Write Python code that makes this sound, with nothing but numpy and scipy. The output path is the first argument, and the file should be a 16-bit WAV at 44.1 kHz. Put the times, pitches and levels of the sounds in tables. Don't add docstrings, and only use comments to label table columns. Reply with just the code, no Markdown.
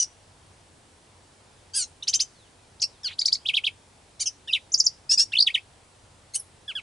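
import sys
import numpy as np
from scipy import signal
from scipy.fft import rfft, irfft
from scipy.io import wavfile
from scipy.ndimage import uniform_filter1d

SR = 44100
rng = np.random.default_rng(int(sys.argv[2]) if len(sys.argv) > 2 else 0)


def master(y):
    cut = np.clip(np.atleast_2d(y).T, -1, 1)
    pcm = np.round(cut * 32767)
    wavfile.write(sys.argv[1], SR, pcm.astype(np.int16))


N = 300762


def amp(db):
    return 10 ** (np.asarray(db) / 20)


def unit(x):
    return x / np.sqrt(np.mean(x ** 2) + 1e-20)


def read(points, hz):
    f, value = np.transpose(points)
    return np.interp(np.log(hz + 1), np.log(f + 1), value)


def add(mix, start_s, sound):
    part = mix[max(round(start_s * SR), 0):][:len(sound)]
    part += sound[:len(part)]


def wander(size, rate_hz):
    hz = np.fft.rfftfreq(size + 4096, 1 / SR)
    spectrum = rfft(rng.standard_normal(2 * len(hz) - 2))
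    return unit(irfft(spectrum * np.exp(-(hz / rate_hz) ** 2)))[:size]


def vireo():
    one_side = whistles() + chatter() + yelps() + slurs() + mew() + grace_notes() + rasp_trail()
    both_sides = squeak() + snarl() + chips() + twang() + buzzes() + sneeze()
    return one_side + both_sides


def whistles():
    # level_db of harmonics 1, 2, .. before the windpipe
    harmonics_db = [0, -27.5, -35.5, -31]
    # start_s, length_s, first_hz, middle_hz, last_hz, level_db
    plain = [(2.024, 0.01, 3400, 3810, 4220, -27), (4.479, 0.041, 3130, 2690, 2460, -27.5),
             (4.507, .021, 5200, 4900, 5900, -36), (6.370, .044, 6550, 5760, 5100, -44),
             (6.395, 0.012, 10900, 10760, 10100, -29)]
    # time_s, pitch_hz, level_db
    whip = [(2.797, 3416, -45), (2.807, 5800, -36), (2.814, 7270, -46), (2.818, 6740, -26),
            (2.82, 4840, -13), (2.823, 3800, -35)]
    # time_s, pitch_hz, level_db
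    flick = [(5.42, 6630, -45), (5.423, 5410, -18.5), (5.426, 4740, -6.5), (5.429, 4350, -14),
             (5.433, 4540, -18)]
    # time_s, centre_pitch_hz, level_db
    warble = [(4.524, 2490, -39), (4.530, 3400, -23), (4.537, 3525, -10), (4.544, 3440, -22.5),
              (4.551, 3120, -17), (4.558, 2765, -23.5), (4.570, 2390, -27.5), (4.586, 2050, -51)]
    notes = arches() + hooks() + trill() + dips() + glides(plain, swell_db=16.5)
    notes += [whip, flick, vibrato(warble, rate_hz=88, depth=0.12, crest_s=.0007)]
    return one_sided(notes, harmonics_db, jitter=.007, rush_db=-31.5, gain_db=0)


def arches():
    shape = [(0, 2226, -39.5), (.14, 3090, -17), (.32, 3897, -22.5), (.43, 6280, -55), (.51, 4580, -27.5),
             (.57, 3415, -12), (.69, 2660, -17.5), (.82, 2290, -23.5), (1, 2095, -50)]
    # start_s, length_s, transposition_semitones, gain_db, crescendo_db
    notes = [(3.452, 0.064, 0.137, -2.5, 5.5), (3.534, 0.064, -0.064, 0, -3),
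             (3.636, 0.057, 0.071, -1.5, 0)]
    return repeats(shape, notes)


def hooks():
    shape = [(0, 5700, -25), (.22, 6550, -29.5), (.44, 7300, -26.5), (.63, 7060, -23.5), (.77, 5500, -7.5),
             (.91, 4660, -10.5), (1, 4400, -40)]
    # start_s, length_s, transposition_semitones, gain_db, crescendo_db
    notes = [(4.719, .032, -0.074, -1, 2.5), (4.776, .035, 0.1, 1, -2.5), (4.840, .0355, -0.1, -0.5, 0.5)]
    return repeats(shape, notes)


def trill():
    shape = [(0, 3200, -35), (.25, 3640, -19), (.55, 3605, -13), (.78, 3120, -15.5), (1, 2820, -34.5)]
    # start_s, length_s, transposition_semitones, gain_db, crescendo_db
    notes = [(5.331, .013, -4.5, -4.5, 0), (5.3487, 0.014, -3, -4, 9.5), (5.366, .014, -0.2, -1, 2),
             (5.3838, .0135, 3.5, 4.5, -5), (5.399, 0.016, 5, 5, -1)]
    return repeats(shape, notes)


def dips():
    shape = [(0, 4000, -32), (.1, 3770, -19.5), (.22, 3160, -10.5), (.33, 2560, -20.5), (.42, 1930, -32),
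             (.55, 1803, -43.5), (.72, 2220, -26.5), (.87, 2630, -33), (1, 2680, -43)]
    # start_s, length_s, transposition_semitones, gain_db, crescendo_db
    notes = [(5.464, .055, 0.1, 0, -1.5), (5.5412, .051, -0.1, 0, 0.5)]
    return repeats(shape, notes)


def chatter():
    # level_db of harmonics 1, 2 before the windpipe
    harmonics_db = [0.5, -27]
    shape = [(0, 3030, -45.5), (.16, 3670, -30.5), (.27, 4620, -12), (.38, 5200, -9), (.44, 6560, -36),
             (.57, 7530, -30.5), (.78, 6300, -33.5), (.95, 5150, -22)]
    # start_s, length_s, transposition_semitones, gain_db, crescendo_db
    notes = [(3.183, 0.035, -0.3, -4.5, 1.5), (3.2488, 0.034, 0.25, 0, 2), (3.319, .034, -0.24, .5, -1)]
    return one_sided(repeats(shape, notes), harmonics_db, jitter=0.023, rush_db=-23, gain_db=0)


def yelps():
    # level_db of harmonics 1, 2, .. before the windpipe
    harmonics_db = [-14, 2, -16, -28, -35]
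    shape = [(0, 1634, -36), (.33, 2106, -20), (.58, 2340, -15.5), (1, 2340, -39)]
    # start_s, length_s, transposition_semitones, gain_db, crescendo_db
    closers = [(3.213, .0135, -0.1, -0.5, 0), (3.280, 0.012, 0.25, 0.5, -1), (3.350, 0.0117, -0.4, -6, 2)]
    # time_s, pitch_hz, level_db before the layer gain
    squawk = [(2.82, 4240, -31), (2.823, 3500, -26.5), (2.826, 2830, -16.5), (2.83, 2360, -17.5),
              (2.834, 2008, -34), (2.838, 2280, -18.5), (2.842, 2760, -16.5), (2.847, 2786, -30),
              (2.854, 2720, -30)]
    # time_s, centre_pitch_hz, level_db before the layer gain
    quaver = [(4.257, 3010, -28), (4.267, 2990, -23.5), (4.275, 2833, -19.5), (4.284, 2753, -27),
              (4.289, 2720, -36)]
    notes = repeats(shape, closers) + [squawk, vibrato(quaver, rate_hz=122, depth=.1, crest_s=.006)]
    return one_sided(notes, harmonics_db, jitter=.008, rush_db=-26.5, gain_db=-0.5)


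def slurs():
    # level_db of harmonics 1, 2, .. before the windpipe
    harmonics_db = [-6, 0, -22, -35, -29, -28]
    shape = [(0, 1680, -46), (.08, 1720, -27), (.31, 1652, -27.5), (.58, 1493, -29.5), (.8, 1295, -33.5),
             (1, 1034, -43)]
    # start_s, length_s, transposition_semitones, gain_db, crescendo_db
    notes = [(6.678, .047, 0.11, -0.5, 4), (6.751, 0.052, -0.12, 0.5, -1.5)]
    return one_sided(repeats(shape, notes), harmonics_db, jitter=0.0037, rush_db=-32, gain_db=-1)


def mew():
    # level_db of harmonics 1, 2, .. before the windpipe
    harmonics_db = [-15, -10.5, 0, -14, -23, -27, -28]
    # time_s, pitch_hz, level_db before the layer gain
    note = [(3.033, 1896, -37), (3.04, 1760, -40), (3.047, 1670, -25), (3.058, 1520, -25),
            (3.07, 1430, -23.5), (3.078, 1416, -28), (3.082, 1194, -31), (3.09, 967, -33)]
    return one_sided([note], harmonics_db, jitter=.004, rush_db=-36, gain_db=-0.5)


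def grace_notes():
    # level_db of harmonics 1, 2, .. before the windpipe
    harmonics_db = [-2, 1.5, -11.5, -27]
    # start_s, length_s, first_hz, middle_hz, last_hz, level_db before the layer gain
    notes = [(2.030, .012, 2580, 2970, 3120, -34.5), (4.474, 0.02, 1520, 1828, 1830, -32.5),
             (5.319, 0.014, 1500, 1780, 2530, -30.5)]
    return one_sided(glides(notes, swell_db=12), harmonics_db, jitter=0.023, rush_db=-21, gain_db=-3)


def rasp_trail():
    # start_s, length_s, first_hz, middle_hz, last_hz, level_db before the layer gain
    notes = [(3.075, .068, 3350, 3150, 3400, -41.5)]
    return one_sided(glides(notes, swell_db=5.5), [0, -17], jitter=0.21, rush_db=-26.5, gain_db=2.5)


def squeak():
    # level_db of harmonics 1, 2, .. before the windpipe; first side, second side
    harmonics_db = ([-23.5, 0.5, -17], [-53, -60, -29, -30, -46])
    # time_s, pitch_hz, level_db before the layer gain, second_side_hz
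    note = [(0.0, 3020, -14, 1990), (0.012, 2960, -16.5, 1990), (0.022, 2928, -20.5, 1994),
            (0.033, 2880, -13.5, 1996), (0.038, 2915, -41, 1980), (0.046, 2630, -22, 1920)]
    return two_sided([note], harmonics_db, jitter=0.0064, coupling=0.17, rasp=0.28, lag_s=0.0018,
                     closed_db=-2, rush_db=-26.0, gain_db=-2)


def snarl():
    # level_db of harmonics 1, 2, .. before the windpipe; first side, second side
    harmonics_db = ([-13.5, -15, -2.5, -1.5, 2.5, 4.5], [-17.5, -10, 3.5, -24])
    # time_s, pitch_hz, level_db before the layer gain, second_side_hz
    note = [(1.735, 1585, -42, 2463), (1.745, 1554, -32, 2610), (1.762, 1683, -29.5, 2843),
            (1.777, 1622, -29, 2742), (1.795, 1520, -31, 2513), (1.815, 1447, -31.5, 2372),
            (1.833, 1416, -31.5, 2150.0), (1.847, 1340.0, -38, 2080)]
    return two_sided([note], harmonics_db, jitter=0.0091, coupling=0.12, rasp=0.13, lag_s=0.0099,
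                     closed_db=-36, rush_db=-7, gain_db=-1.0)


def chips():
    # level_db of harmonics 1, 2, .. before the windpipe; first side, second side
    harmonics_db = ([-14.5, 1, -19, -34], [-27, -9.5, -38])
    shape = [(0, 1483, -38, 2240), (.17, 2020, -28.5, 2547), (.3, 2341, -16, 2950), (.42, 2748, -17, 3365),
             (.6, 3140, -25, 3710), (.77, 3130, -20.5, 3730), (1, 2900, -35, 3682)]
    # start_s, length_s, transposition_semitones, gain_db, crescendo_db
    notes = [(2.071, .035, -0.1, -1, 1.5), (2.128, 0.04, 0.11, 1, 4.5), (2.192, .041, -0.094, -1, -2)]
    return two_sided(repeats(shape, notes), harmonics_db, jitter=.012, coupling=0.26, rasp=0.092,
                     lag_s=.002, closed_db=-4, rush_db=-19.5, gain_db=0.5)


def twang():
    # level_db of harmonics 1, 2, .. before the windpipe; first side, second side
    harmonics_db = ([-8, 0, 6, -1.5], [-15, 0, -18])
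    # time_s, pitch_hz, level_db before the layer gain, second_side_hz
    note = [(4.195, 1754, -47, 2666), (4.203, 2164, -33, 2917), (4.211, 2364, -27.5, 3170),
            (4.219, 2400, -29, 3120), (4.228, 2225, -28, 2920), (4.238, 1800, -47, 2610)]
    return two_sided([note], harmonics_db, jitter=0.0077, coupling=0.19, rasp=.08, lag_s=0.0045,
                     closed_db=-8.5, rush_db=-7, gain_db=-0.5)


def buzzes():
    # level_db of harmonics 1, 2, .. before the windpipe; first side, second side
    harmonics_db = ([-20, 1, -13, -30.5], [-29, -24, -7, -10.5, -19.5, -33])
    shape = [(0, 2400, -32.5, 1776), (.08, 2530, -14.5, 1797), (.25, 2639, -19, 1765),
             (.33, 2614, -13.5, 1661), (.43, 2720, -14, 1594), (.56, 2810, -17.5, 1690),
             (.8, 2820, -20.5, 1770), (1, 2790, -34.5, 1800)]
    # start_s, length_s, transposition_semitones, gain_db, crescendo_db
    notes = [(5.092, .064, 0.1, -0.5, 7), (5.174, .068, -0.13, 0, -3.5)]
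    return two_sided(repeats(shape, notes), harmonics_db, jitter=.006, coupling=0.28, rasp=.1,
                     lag_s=0.015, closed_db=-5, rush_db=-21.5, gain_db=0)


def sneeze():
    # level_db of harmonics 1, 2, .. before the windpipe; first side, second side
    harmonics_db = ([-7.5, 0, 7.5, 2, -1], [-22, -1.5, 6, 2])
    # time_s, pitch_hz, level_db before the layer gain, second_side_hz
    note = [(6.336, 2185, -45, 2115), (6.343, 2108, -35.5, 2095), (6.35, 2160, -33, 2270),
            (6.355, 2690, -28.5, 2693), (6.36, 3030, -28.5, 3180), (6.367, 2980, -36, 3280),
            (6.378, 3130.0, -55, 3200.0)]
    return two_sided([note], harmonics_db, jitter=0.012, coupling=0.14, rasp=0.25, lag_s=0.01,
                     closed_db=-3, rush_db=-5, gain_db=-2)


def repeats(shape, notes):
    share, hz, db, *second_hz = np.transpose(shape)
    sung = []
    for start, length, semitones, gain_db, crescendo_db in notes:
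        ratio = 2 ** (semitones / 12)
        level = db + gain_db + crescendo_db * (share - .5)
        second_side = [side * ratio for side in second_hz]
        sung.append(np.column_stack([start + length * share, hz * ratio, level, *second_side]))
    return sung


def glides(notes, swell_db):
    u = np.linspace(-1, 1, 21)
    sung = []
    for start, length, first, middle, last, db in notes:
        time = start + length * (u + 1) / 2
        pitch = middle + (last - first) / 2 * u + ((first + last) / 2 - middle) * u ** 2
        sung.append(np.column_stack([time, pitch, db - swell_db * u ** 2]))
    return sung


def vibrato(note, rate_hz, depth, crest_s):
    s, hz, db = np.transpose(note)
    t = np.arange(s.min(), s.max(), 1 / SR)
    swing = 1 + depth * np.cos(2 * np.pi * rate_hz * (t - t[0] - crest_s))
    return np.column_stack([t, np.interp(t, s, hz) * swing, np.interp(t, s, db)])


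def one_sided(notes, harmonics_db, jitter, rush_db, gain_db):
    out = np.zeros(N)
    for rows in notes:
        start, (hz, db) = gesture(rows)
        _, tone = membrane(hz, harmonics_db, jitter)
        sound = amp(db) * tone.imag + breathy(hz, db, rush_db)
        add(out, start, amp(gain_db) * fade(len(hz)) * sound)
    return out


def two_sided(notes, harmonics_db, jitter, coupling, rasp, lag_s, closed_db, rush_db, gain_db):
    out = np.zeros(N)
    for rows in notes:
        start, (hz, db, second_hz) = gesture(rows)
        size = len(hz)
        phase, tone = membrane(hz, harmonics_db[0], jitter)
        second_phase, second_tone = membrane(second_hz, harmonics_db[1], jitter)
        joined = np.minimum(np.arange(size) / SR / lag_s, 1) ** 2
        beat = coupling * np.cos(phase - second_phase) + rasp * wander(size, rate_hz=1400)
        flow = np.exp(joined * beat * (.6 + 1j))
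        flow = flow / np.sqrt(np.mean(np.abs(flow) ** 2))
        voice = (flow * (tone + joined * second_tone)).imag
        sound = voice + joined * amp(rush_db) * rush(size)
        add(out, start, amp(db + gain_db) * fade(size) * beak(sound, closed_db))
    return out


def gesture(rows):
    s, *columns = np.transpose(rows)
    t = np.arange(s.min(), s.max(), 1 / SR)
    controls = [uniform_filter1d(np.interp(t, s, c), size=80, mode="nearest") for c in columns]
    return s.min(), controls


def fade(size):
    edge_s = np.minimum(np.arange(size), np.arange(size)[::-1]) / SR
    return np.sin(np.pi / 2 * np.minimum(edge_s / .0012, 1)) ** 2


def membrane(hz, harmonics_db, jitter):
    # frequency_hz, level_db before it is set against the leading harmonic
    windpipe = [(1000, -26), (1300, -10), (1650, -5), (2100, -5.5), (3100, 2.5), (5000, 4), (6200, -1),
                (7600, -2.5), (9700, 0.5), (11000, -2)]
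    unsteady_hz = hz * (1 + jitter * wander(len(hz), rate_hz=580))
    phase = 2 * np.pi * np.cumsum(unsteady_hz) / SR
    k = np.arange(1, len(harmonics_db) + 1)[:, None]
    pipe_db = read(windpipe, k * hz)
    leader = np.argmin(np.abs(harmonics_db))
    pipe_db = pipe_db - pipe_db[leader]
    level = amp(np.array(harmonics_db)[:, None] + pipe_db)
    partials = level * np.exp(1j * k * phase) * (k * hz < SR / 2)
    return phase, partials.sum(0)


def breathy(hz, db, rush_db):
    return amp(rush_db) * uniform_filter1d(amp(db), size=700, mode="nearest") * rush(len(hz))


def rush(size):
    # frequency_hz, level_db
    air_colour = [(1000, -45), (1900, -20.5), (2800, -12.5), (4500, 1), (6500, 2.5), (7800, 1), (9700, 3),
                  (12000, -9.5), (16000, -24)]
    hz = np.fft.rfftfreq(2 * size, 1 / SR)
    return unit(irfft(rfft(rng.standard_normal(2 * size)) * amp(read(air_colour, hz))))[:size]


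def beak(sound, closed_db):
    low = signal.sosfiltfilt(signal.butter(4, 7000, fs=SR, output="sos"), sound)
    gape = np.sin(np.linspace(0, np.pi, len(sound)))
    return low + (sound - low) * amp(closed_db * (1 - gape) ** 2)


def ports(x):
    # frequency_hz, left_minus_right_db
    balance = [(2000, 0.5), (3200, -1.7), (4500, 0.5), (6000, 0.9), (10000, 0.5)]
    side_db = read(balance, np.fft.rfftfreq(N, 1 / SR)) / 2
    return irfft(rfft(x) * amp([side_db, -side_db]), N)


def branches(x):
    # delay_s, level_db
    echoes = [(.0027, -28), (.0042, -22.5), (.0063, -18), (.0084, -26.5), (0.0116, -28), (0.02, -27),
              (0.031, -29.5)]
    out = np.zeros(N)
    for delay_s, db in echoes:
        add(out, delay_s, amp(db) * x)
    return out


def foliage(x, t60_factor, spread):
    # frequency_hz, t60_s
    leaf_t60 = [(1500, 0.11), (3000, 0.2), (6000, 0.26), (11000, 0.33)]
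    size = SR // 2
    sparse = rng.random(size) < .2
    taps = rng.standard_normal((2, size)) * sparse * (np.arange(size) > .003 * SR)
    hz, t, z = signal.stft(taps, SR, nperseg=128)
    decay_db = -60 * t / (t60_factor * read(leaf_t60, hz)[:, None])
    mid, side = signal.istft(z * amp(decay_db), SR, nperseg=128)[1]
    tail = np.array([mid + spread * side, mid - spread * side]) / np.linalg.norm(mid)
    return signal.fftconvolve(x[None], tail, axes=1)[:, :N]


def far_bird():
    # start_s, length_s, first_hz, middle_hz, last_hz, level_db before the layer gain
    notes = [(2.34, .14, 4750, 3800, 2750, -58.5), (2.59, .13, 2580, 2320, 1910, -68),
             (2.89, .11, 4630, 3790, 3100, -62), (3.405, .04, 2880, 3190, 3280, -57.5)]
    return one_sided(glides(notes, swell_db=7), [0], jitter=.006, rush_db=-40.5, gain_db=-3)


def woodland_air(level_db=-56.0, patchy_db=0.85):
    # frequency_hz, level_db
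    air = [(15, -34), (28, -11), (50, -3), (85, -4.5), (125, -4), (165, -9), (350, -10), (620, -11),
           (900, -11), (1200, -15.5), (1850, -18), (4500, -20), (6400, -22.5), (9000, -20.5),
           (11000, -27.5), (14000, -59.5)]
    # frequency_hz, left_right_likeness (1 is identical)
    likeness = [(60, 0.99), (130, 0.97), (260, 0.65), (560, 0.61), (1170, 0.37), (2450, 0.41), (5140, 0.68),
                (10800, 0.5)]
    hz = np.fft.rfftfreq(2048, 1 / SR)
    a, b, c, d, patches = rng.standard_normal((N // 512 + 5, len(hz), 5)).T
    patches = uniform_filter1d(patches, size=16, axis=0)
    patches = unit(uniform_filter1d(patches, size=12, axis=1))
    same = np.clip(read(likeness, hz), -1, 1)[:, None]
    left = a + 1j * b
    right = same * left + np.sqrt(1 - same ** 2) * (c + 1j * d)
    z = np.array([left, right]) * amp(read(air, hz)[:, None] + patchy_db * patches)
    noise = unit(signal.istft(z, nperseg=2048, noverlap=1536)[1][:, :N])
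    return noise * amp(level_db)


def drone(centre_hz=92, width_hz=14, level_db=-65):
    hz = np.fft.rfftfreq(N, 1 / SR)
    band = np.exp(-((hz - centre_hz) / width_hz) ** 2)
    return amp(level_db) * unit(irfft(rfft(rng.standard_normal(N)) * band, N))


def scene():
    song = vireo()
    far = far_bird()
    direct = ports(song + branches(song))
    near_leaves = amp(-7.5) * foliage(song, t60_factor=0.27, spread=0.46)
    far_leaves = amp(-23.5) * foliage(song, t60_factor=1.1, spread=.5)
    far_tail = amp(-8) * foliage(far, t60_factor=1.3, spread=0.66)
    return direct + near_leaves + far_leaves + far + far_tail + woodland_air() + drone()


def record(dry):
    edge_hz = 11150
    lowpass = signal.firwin(401, edge_hz, window=("kaiser", 8), fs=SR)
    return signal.oaconvolve(dry, lowpass[None], "same")


dry = scene()
out = record(dry)
master(out)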